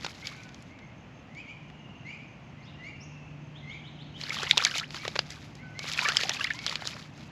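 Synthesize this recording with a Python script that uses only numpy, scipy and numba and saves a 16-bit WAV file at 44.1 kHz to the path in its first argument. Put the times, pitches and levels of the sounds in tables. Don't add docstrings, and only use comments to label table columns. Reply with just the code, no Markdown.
import sys
import numpy as np
from scipy import signal
from scipy.fft import rfft, irfft, next_fast_len
from scipy.io import wavfile
from scipy.ndimage import uniform_filter1d
from numba import njit

SR = 44100
rng = np.random.default_rng(int(sys.argv[2]) if len(sys.argv) > 2 else 0)


def master(y):
    cut = np.clip(np.atleast_2d(y).T, -1, 1)
    pcm = np.round(cut * 32767)
    wavfile.write(sys.argv[1], SR, pcm.astype(np.int16))


N = 322371

# frequency in Hz, relative level in dB.
SUBURB_COLOUR = [(20, -28.5), (62, -5), (125, 2), (280, -3.5), (400, -12.5), (750, -11), (1600, -19),
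                 (2600, -15.5), (3150, -22), (3700, -29.5), (6800, -36), (8000, -51), (10000, -58),
                 (16000, -59)]
SUBURB_DB = -49.5
# time in seconds, gain of the bass in dB.
RUMBLE_SWELL = [(0, 1.5), (2, 0.5), (3.5, 2.5), (7.31, 2.5)]
# time in seconds, pitch in Hz, rms level in dB, both before the waver.
MOTOR_HUM = [(0.0, 150.2, -77), (1.12, 149.6, -61.5), (3.58, 147.9, -48.5), (6.78, 148.8, -56),
             (7.31, 149.7, -53.5)]
CRICKET_HZ, CRICKET_DB, CRICKET_FIRST_S, CRICKET_PERIOD_S = 6330, -71, .646, .1625

# time in seconds, level in dB.
STEADY_STIR = [(0, -48), (0.36, -52.5), (0.7, -61), (0.8, -93), (4.1, -82), (4.2, -45), (4.36, -33.5),
               (4.7, -44.5), (4.87, -54), (5.4, -52.5), (5.77, -62.5), (5.88, -38.5), (6.06, -34.5),
               (6.2, -35), (6.53, -44), (7.0, -45), (7.12, -56.5), (7.3, -54)]
# peak time in seconds, level in dB.
STIR_SURGES = [(0.055, -37.5), (0.272, -39.5), (4.434, -34), (4.6, -32.5), (4.653, -28), (4.756, -30.5),
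               (4.96, -40.5), (5.054, -36), (5.17, -41.5), (5.319, -39.5), (5.86, -35), (5.992, -29),
               (6.09, -30), (6.305, -30.5), (6.42, -38.5), (6.68, -33.5), (6.73, -38), (6.868, -35.5),
               (7.19, -51)]
SURGE_RISE_DB_S, SURGE_FALL_DB_S = 237, 207
# start in seconds, level in dB, then low body and sharp edge
# in dB against that level, the edge before a fixed trim.
SLAPS_AND_DROPS = [(0.046, -20.5, 0, -18), (0.064, -23, 2.5, -12), (0.217, -39, -17, -23),
                   (0.271, -17, -39, -16), (0.4344, -40.5, -21, -2.5), (0.491, -36.5, -13, -11),
                   (0.5454, -33.5, -14, -5.5), (0.6246, -47, -13, 6.5), (0.789, -44, 4, -12),
                   (1.35, -42.5, -11, -6), (1.6994, -47, 8, -14), (4.213, -20, -24, -28),
                   (4.235, -30.5, 2.5, -18), (4.2953, -23.5, -6, -4), (4.3475, -29, -13, -12),
                   (4.4314, -25.5, 6, 1), (4.5114, -4.5, -20, -12), (4.5732, -7.5, -11, -33),
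                   (4.578, -2.5, -56, -6), (4.625, -17, -18, -12), (4.65, -5.5, -39, -2),
                   (4.712, -24, -15, -26), (4.782, -18.5, -29, -0.5), (4.798, -15.5, -30, -19),
                   (4.9062, -24.5, -10, -27), (4.945, -27, 3, -12), (4.966, -22, -5, -19),
                   (5.051, -25.5, 5.5, -27), (5.0792, -15, -2, -13), (5.155, -31.5, 13, -1),
                   (5.1613, -21.5, 6, -19), (5.1912, -5.5, -5, -32), (5.3055, -30.5, -14, 3.5),
                   (5.553, -48, 6, 6), (5.792, -19, -4.5, -9), (5.842, -33, 5, -29),
                   (5.917, -17.5, -30, -10), (5.9258, -23, -20, 0), (5.9356, -18.5, -25, -4.5),
                   (5.976, -19, -20, -24), (6.0868, -16, 0, 0.5), (6.1205, -16, -11, -26),
                   (6.1694, -9, -12, -4), (6.2114, -15, -7.5, -12), (6.2345, -15, -3, -17),
                   (6.2943, -10.5, -4, -7), (6.397, -19, -21, -25), (6.4432, -13, -41, -8),
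                   (6.471, -28, -24, -14), (6.504, -24, -27, -15), (6.5362, -38, -22, 6),
                   (6.59, -19.5, -47, -40), (6.6646, -12, -7, -5), (6.67, -17.5, -12, -16),
                   (6.6954, -16.5, -11, -15), (6.725, -25.5, 4.5, -25), (6.7562, -11.5, -13, -20),
                   (6.8195, -43.5, 20, -26), (6.854, -22, -6, -13), (6.8736, -21.5, -33, 5),
                   (6.965, -43.5, 14, -10), (7.177, -49, -13, 6)]
SPLAT_T60_S, SLOSH_S_PER_DB = .0095, .0007
# start in
# # seconds, pitch in Hz, rise in octaves a second, peak in dB before the shaking, cycles at the starting pitch
# to # fall 60 dB.
RINGS = [(4.236, 4370, -4, -22.5, 46), (4.304, 2180, 3, -17.5, 35), (4.321, 2300, -6, -19, 30),
         (4.365, 3500, -8, -29, 40), (4.386, 3220, -3, -20.5, 38), (4.397, 800, 18, -22, 23),
         (4.404, 4960, 5, -32, 48), (4.414, 1330, 18, -36, 60), (4.419, 2650, -9, -21, 52),
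         (4.438, 1740, 8, -25, 57), (4.466, 2020, 0, -24.5, 74), (4.47, 1050, 0, -30.5, 80),
         (4.469, 2920, -8, -23.5, 61), (4.496, 2130, 9, -23.5, 63), (4.5098, 3620, -2, -1, 20),
         (4.5105, 2160, 5, -1, 15), (4.572, 962, 8, -2.5, 10.8), (4.531, 830, 5, -24.5, 52),
         (4.53, 4100, 5, -25, 43), (4.576, 3580, -2, -27, 60), (4.585, 2680, 9, -14, 33),
         (4.603, 2330, 9, -20, 57), (4.622, 1206, 19, -15.5, 38), (4.653, 2190, 16, -14, 37),
         (4.665, 1630, 20, -17, 48), (4.711, 2960, 1, -27, 71), (4.715, 1570, -2, -22, 31),
         (4.753, 3645, 5, -25, 54), (4.768, 2280, 0, -23, 40), (4.785, 3020, 2, -20.5, 65),
         (4.81, 1292, 11.5, -28, 110), (4.828, 1490, 63, -30, 140), (5.944, 3300, 0, -18.5, 35),
         (5.975, 2480, 8, -19.5, 42), (5.989, 1560, 3, -15.5, 41), (5.99, 2490, -5, -2, 18.7),
         (6.019, 972, 4, -25, 105), (6.049, 1183, -1, -18.5, 96), (6.051, 2300, 0, -12.5, 61),
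         (6.058, 1734, 2.5, -16, 130), (6.085, 2740, 1, -21.5, 83), (6.091, 1410, 10.5, -21, 170),
         (6.147, 3200, 2, -25, 40), (6.168, 3180, 0, -7, 25), (6.1683, 5190, 0, -7, 32),
         (6.184, 1680, 12.5, -30, 120), (6.25, 737, 7, -25.5, 44), (6.217, 1810, 2, -25, 110),
         (6.293, 835, 4, -22, 22), (6.305, 1870, 0, -24, 52), (6.366, 2550, 5, -24, 53),
         (6.393, 1196, -4, -26, 105), (6.409, 2716, 11, -16.5, 65), (6.407, 1610, 4, -17, 64),
         (6.434, 2940, 10, -28, 100), (6.444, 1970, 30, -16.5, 60), (6.468, 2800, -3, -21, 58),
         (6.472, 1850, 23, -26, 98), (6.502, 1960, 28, -23, 105), (6.505, 1753, 1, -14.5, 55),
         (6.544, 997, 3, -37.5, 120)]
FRAGMENT_OCTAVES, FRAGMENT_S, FRAGMENT_DB, FRAGMENT_RING = .2, .01, -13, .45
# frequency in Hz, gain in dB.
WATER_COLOUR = [(230, -38), (350, -1.5), (700, -6.5), (1500, -4), (5000, 4), (7000, 0), (8200, -10),
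                (9000, -19.5), (10000, -7), (13000, -8.5), (15500, -18)]

# start in seconds, length in seconds, from Hz, to Hz, level in dB.
WHISTLE_NOTES = [(0.155, 0.054, 1880, 2050, -58), (0.212, 0.066, 2047, 2383, -44),
                 (0.305, 0.065, 2060, 2190, -53), (0.371, 0.044, 2240, 2520, -51),
                 (0.686, 0.075, 1964, 2420, -54.5), (0.796, 0.058, 1980, 2250, -52.5),
                 (1.27, 0.075, 1860, 2110, -58), (1.345, 0.072, 2096, 2600, -43.5),
                 (1.453, 0.078, 2096, 2514, -45), (2.042, 0.078, 1965, 2450, -43.5),
                 (2.11, 0.046, 2217, 2570, -45), (2.175, 0.07, 2140, 2540, -50),
                 (2.551, .085, 1915, 2210, -57), (2.762, 0.075, 1880, 2070, -52),
                 (2.818, 0.085, 1974, 2443, -42), (3.612, 0.077, 2080, 2050, -50.5),
                 (3.66, 0.065, 2050, 2250, -44), (3.708, 0.063, 2185, 2410, -46),
                 (4.949, 0.12, 2060, 2510, -48), (5.577, 0.065, 1953, 2320, -52),
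                 (5.74, 0.1, 1964, 2410, -44.5), (6.522, 0.11, 1963, 2375, -46)]
WHISTLE_HOARSE = .35
# start in seconds, length in seconds, level in dB.
COO_NOTES = [(0.33, 0.17, -57), (5.607, 0.099, -52)]
COO_HZ, COO_SAG_HZ_S = 1524, 355
# start in seconds, from Hz, to Hz, level in dB.
CHEEP_NOTES = [(1.375, 2900, 3300, -54), (1.475, 2750, 3230, -53), (2.08, 2730, 3010, -49.5),
               (2.62, 4110, 6300, -62), (2.652, 3260, 4300, -57), (3.001, 5200, 7040, -54),
               (3.543, 3030, 4260, -50.5), (3.692, 2900, 4200, -48), (3.836, 2925, 4300, -49),
               (3.985, 2930, 4890, -48.5), (4.139, 2920, 4060, -48)]
CHEEP_S, CHEEP_HOARSE = .05, 1.1
# start in seconds, length in seconds, from Hz, to Hz, level in dB.
TRILL_PHRASES = [(1.567, 0.68, 2927, 2560, -55), (2.564, .85, 2870, 2520, -52.5)]
# frequency in Hz, side against middle in dB.
SIDE_COLOUR = [(60, -65), (400, -36), (1500, -59), (4000, -55), (7000, -24), (9000, -12)]
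TOP_HZ = 15900


def undb(db):
    return 10 ** (np.asarray(db) / 20)


def colour(x, points):
    hz, db = np.transpose(points)
    size = next_fast_len(x.shape[-1])
    f = np.maximum(np.fft.rfftfreq(size, 1 / SR), 1)
    gain = undb(np.interp(np.log(f), np.log(hz), db))
    return irfft(rfft(x, size) * gain, size)[..., :x.shape[-1]]


def band(x, lo_hz, hi_hz):
    sos = signal.butter(2, [lo_hz, hi_hz], "bandpass", fs=SR, output="sos")
    y = signal.sosfilt(sos, x)
    return y / np.std(y)


def walk(rate):
    k = int(SR / rate)
    steps = np.repeat(rng.standard_normal(N // k + 1), k)
    return uniform_filter1d(uniform_filter1d(steps, k), k)[:N]


def echoes(x, t60, wet_db, dull_db=0):
    t = np.arange(int(t60 * SR)) / SR
    tail = rng.standard_normal(len(t)) * 1000 ** (-t / t60)
    tail = colour(tail / np.linalg.norm(tail), [(3500, 0), (6000, dull_db)])
    return x + undb(wet_db) * signal.fftconvolve(x, tail)[:N]


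def suburb():
    bed = colour(rng.standard_normal(N), SUBURB_COLOUR)
    rumble = colour(bed, [(300, 0), (500, -40)])
    swell = undb(np.interp(np.arange(N) / SR, *np.transpose(RUMBLE_SWELL)))
    return undb(SUBURB_DB) * (bed + (swell - 1) * rumble) / np.std(bed)


def motor():
    s, hz, db = np.transpose(MOTOR_HUM)
    t = np.arange(N) / SR
    pitch = np.interp(t, s, hz) + 1.47 * walk(11)
    level = np.interp(t, s, db) + 2.24 * walk(9)
    phase = 2 * np.pi * np.cumsum(pitch) / SR
    return np.sqrt(2) * undb(level) * np.sin(phase)


def cricket():
    t = np.arange(N) / SR
    since = (t - CRICKET_FIRST_S) % CRICKET_PERIOD_S
    strokes = (since < 3 * .026) * np.sin(np.pi * since / .026) ** 2
    uneven = undb(3 * walk(20))
    tone = np.sin(2 * np.pi * CRICKET_HZ * t + 1.2 * walk(300))
    return undb(CRICKET_DB) * uneven * strokes * tone


def stirring():
    t = np.arange(N) / SR
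    power = undb(np.interp(t, *np.transpose(STEADY_STIR))) ** 2
    for s, db in STIR_SURGES:
        drop = np.maximum(SURGE_RISE_DB_S * (s - t), SURGE_FALL_DB_S * (t - s))
        power = power + undb(db - drop) ** 2
    return np.sqrt(power)


@njit
def ring(out, s, hz, rise, size, t60, swell_s):
    for k in range(len(s)):
        start, phase = int(s[k] * SR), 0.
        for i in range(min(int(t60[k] * SR), len(out) - start)):
            t = i / SR
            climb = rise[k] * t
            phase += 2 * np.pi * min(hz[k] * 2 ** climb, SR / 3) / SR
            whole = min(1., max(0., 5 * (1.2 - climb)))
            envelope = (1 - np.exp(-t / swell_s)) * 1000 ** (-t / t60[k])
            out[start + i] += size[k] * whole * envelope * np.sin(phase)
    return out


def grains(count, lo_hz, hi_hz, cycles, spread_db, rise, swell_s):
    when, pitch, vigour, rarity = rng.random((count, 4)).T
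    hz = lo_hz * (hi_hz / lo_hz) ** pitch
    t60 = cycles * (.5 + vigour) / hz
    size = undb(-spread_db * np.log(rarity + .015))
    y = ring(np.zeros(N), when * N / SR, hz, rise * vigour / t60, size, t60, swell_s)
    return y / np.std(y)


def churn():
    stir = stirring()
    glugs = grains(count=900, lo_hz=550, hi_hz=1500, cycles=20, spread_db=3, rise=.5, swell_s=.0005)
    gurgle = grains(count=5000, lo_hz=1100, hi_hz=5000, cycles=30, spread_db=4.5, rise=.7, swell_s=.0003)
    crackle = grains(count=7000, lo_hz=1740, hi_hz=12500, cycles=4.8, spread_db=0.5, rise=0.36,
                     swell_s=0.000086)
    hiss = band(rng.standard_normal(N), 1400, 9600)
    spray = undb(4 * walk(70)) * (undb(-8) * crackle + undb(-15) * hiss)
    air = (stir / stir.max()) ** .2
    pulsing_gurgle = undb(-2.5) * undb(1.66 * walk(60)) * gurgle
    return stir * (air * (pulsing_gurgle + undb(-11.5) * glugs) + spray)


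def splats():
    out = np.zeros(N + SR)
    t = np.arange(SR // 8) / SR
    for s, peak_db, body_db, edge_db in SLAPS_AND_DROPS:
        noise = rng.standard_normal((4, len(t)))
        t60 = SPLAT_T60_S + SLOSH_S_PER_DB * max(body_db + 8, 0)
        attack = 1 - np.exp(-(t / (0.055 * t60)) ** 2)
        # dB against the slap's level, from Hz, to Hz, share of the decay time
        layers = [(-5.5, 1812, 4137, 2.0), (body_db, 330, 1600, 1.4),
                  (edge_db + 1.5, 4600, 8500, .8), (edge_db - 27.0, 9000, 15000, .7)]
        i = int((s - .0006) * SR)
        for hiss, (db, lo_hz, hi_hz, linger) in zip(noise, layers):
            crack = np.exp(-(t / (.15 * linger * t60)) ** 3)
            wash = .2 * 1000 ** (-t / (2 * linger * t60))
            burst = attack * band(hiss, lo_hz, hi_hz) * (crack + wash)
            out[i:i + len(t)] += undb(peak_db + db) * burst / np.abs(burst).max()
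    return out[:N]


def note(length, from_hz, to_hz, bend, lean=1.0):
    u = np.arange(int(length * SR)) / (length * SR)
    pitch = from_hz + (to_hz - from_hz) * u ** bend
    return 2 * np.pi * np.cumsum(pitch) / SR, np.sin(np.pi * u ** lean)


def birds(notes):
    out = np.zeros(N)
    breath = band(rng.standard_normal(N), 2900, 6000)
    rasp = walk(700)
    for s, length, from_hz, to_hz, db, hoarse, bend, lean in notes:
        phase, shape = note(length, from_hz, to_hz, bend, lean)
        span = slice(int(s * SR), int(s * SR) + len(phase))
        whistle = np.sin(phase + hoarse * rasp[span])
        extra = np.sin(2 * phase) + .7 * np.sin(3 * phase) + .7 * breath[span]
        effort = undb(-24 + .7 * (db + 50))
        out[span] += undb(db) * shape ** .7 * (whistle + effort * extra)
    return out * (1 + .3 * walk(250))


def whistles_and_coos():
    whistles = [row + (WHISTLE_HOARSE, 1.1, 1.3) for row in WHISTLE_NOTES]
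    coos = [(s, length, COO_HZ, COO_HZ - COO_SAG_HZ_S * length, db, .1, 1.4, 1.1)
            for s, length, db in COO_NOTES]
    return birds(whistles + coos)


def cheeps():
    return birds([(s, CHEEP_S, from_hz, to_hz, db, CHEEP_HOARSE, 1.6, .8)
                  for s, from_hz, to_hz, db in CHEEP_NOTES])


def trills():
    out = np.zeros(N)
    for s, length, from_hz, to_hz, db in TRILL_PHRASES:
        phase, shape = note(length, from_hz, to_hz, bend=2.4)
        stroke = 2 * np.pi * 19 * np.arange(len(phase)) / SR
        beats = .55 - .45 * np.cos(stroke)
        rough = .6 * walk(600)[:len(phase)]
        tone = np.sin(phase + 4.0 * np.sin(stroke) + rough)
        out[int(s * SR):][:len(phase)] += undb(db) * shape * beats * tone
    return out


def bubbles(count=5):
    s, hz, rise, db, cycles = np.transpose(RINGS) * 1.
    t60 = np.maximum(cycles / hz, .005)
    pockets = ring(np.zeros(N), s + 0.001006, hz, rise, undb(db), t60, 0.0004)
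    out = pockets * (1 + .35 * walk(500))
    for late, detune, uneven in rng.standard_normal((len(s), count, 3)).transpose(1, 2, 0):
        fragment_s = s + np.minimum(FRAGMENT_S, t60 / 2) * np.abs(late)
        fragment_hz = hz * 2 ** (FRAGMENT_OCTAVES * detune)
        size = undb(db + FRAGMENT_DB + 3 * uneven)
        out = ring(out, fragment_s, fragment_hz, rise, size, FRAGMENT_RING * t60, 0.0003)
    return out


def scene():
    water = colour(echoes(churn() + splats() + bubbles(), t60=.15, wet_db=-20), WATER_COLOUR)
    near = echoes(whistles_and_coos(), t60=.7, wet_db=0.1, dull_db=-4)
    far = echoes(cheeps() + trills(), t60=.85, wet_db=1.5, dull_db=-2.5)
    song = colour(near + far, [(7000, 0), (9000, -18)])
    mid = water + song + echoes(cricket(), t60=0.18, wet_db=-5.0) + motor() + suburb()
    scatter = rng.standard_normal(256)
    scattered = np.convolve(mid, scatter / np.linalg.norm(scatter))[:N]
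    side = colour(scattered, SIDE_COLOUR)
    return np.array([mid + side, mid - side])


def record(dry):
    rounded = dry / (1 + (dry / 1.1) ** 4) ** .25
    return signal.sosfilt(signal.ellip(8, .2, 70, TOP_HZ, fs=SR, output="sos"), rounded)


dry = scene()
out = record(dry)
master(out)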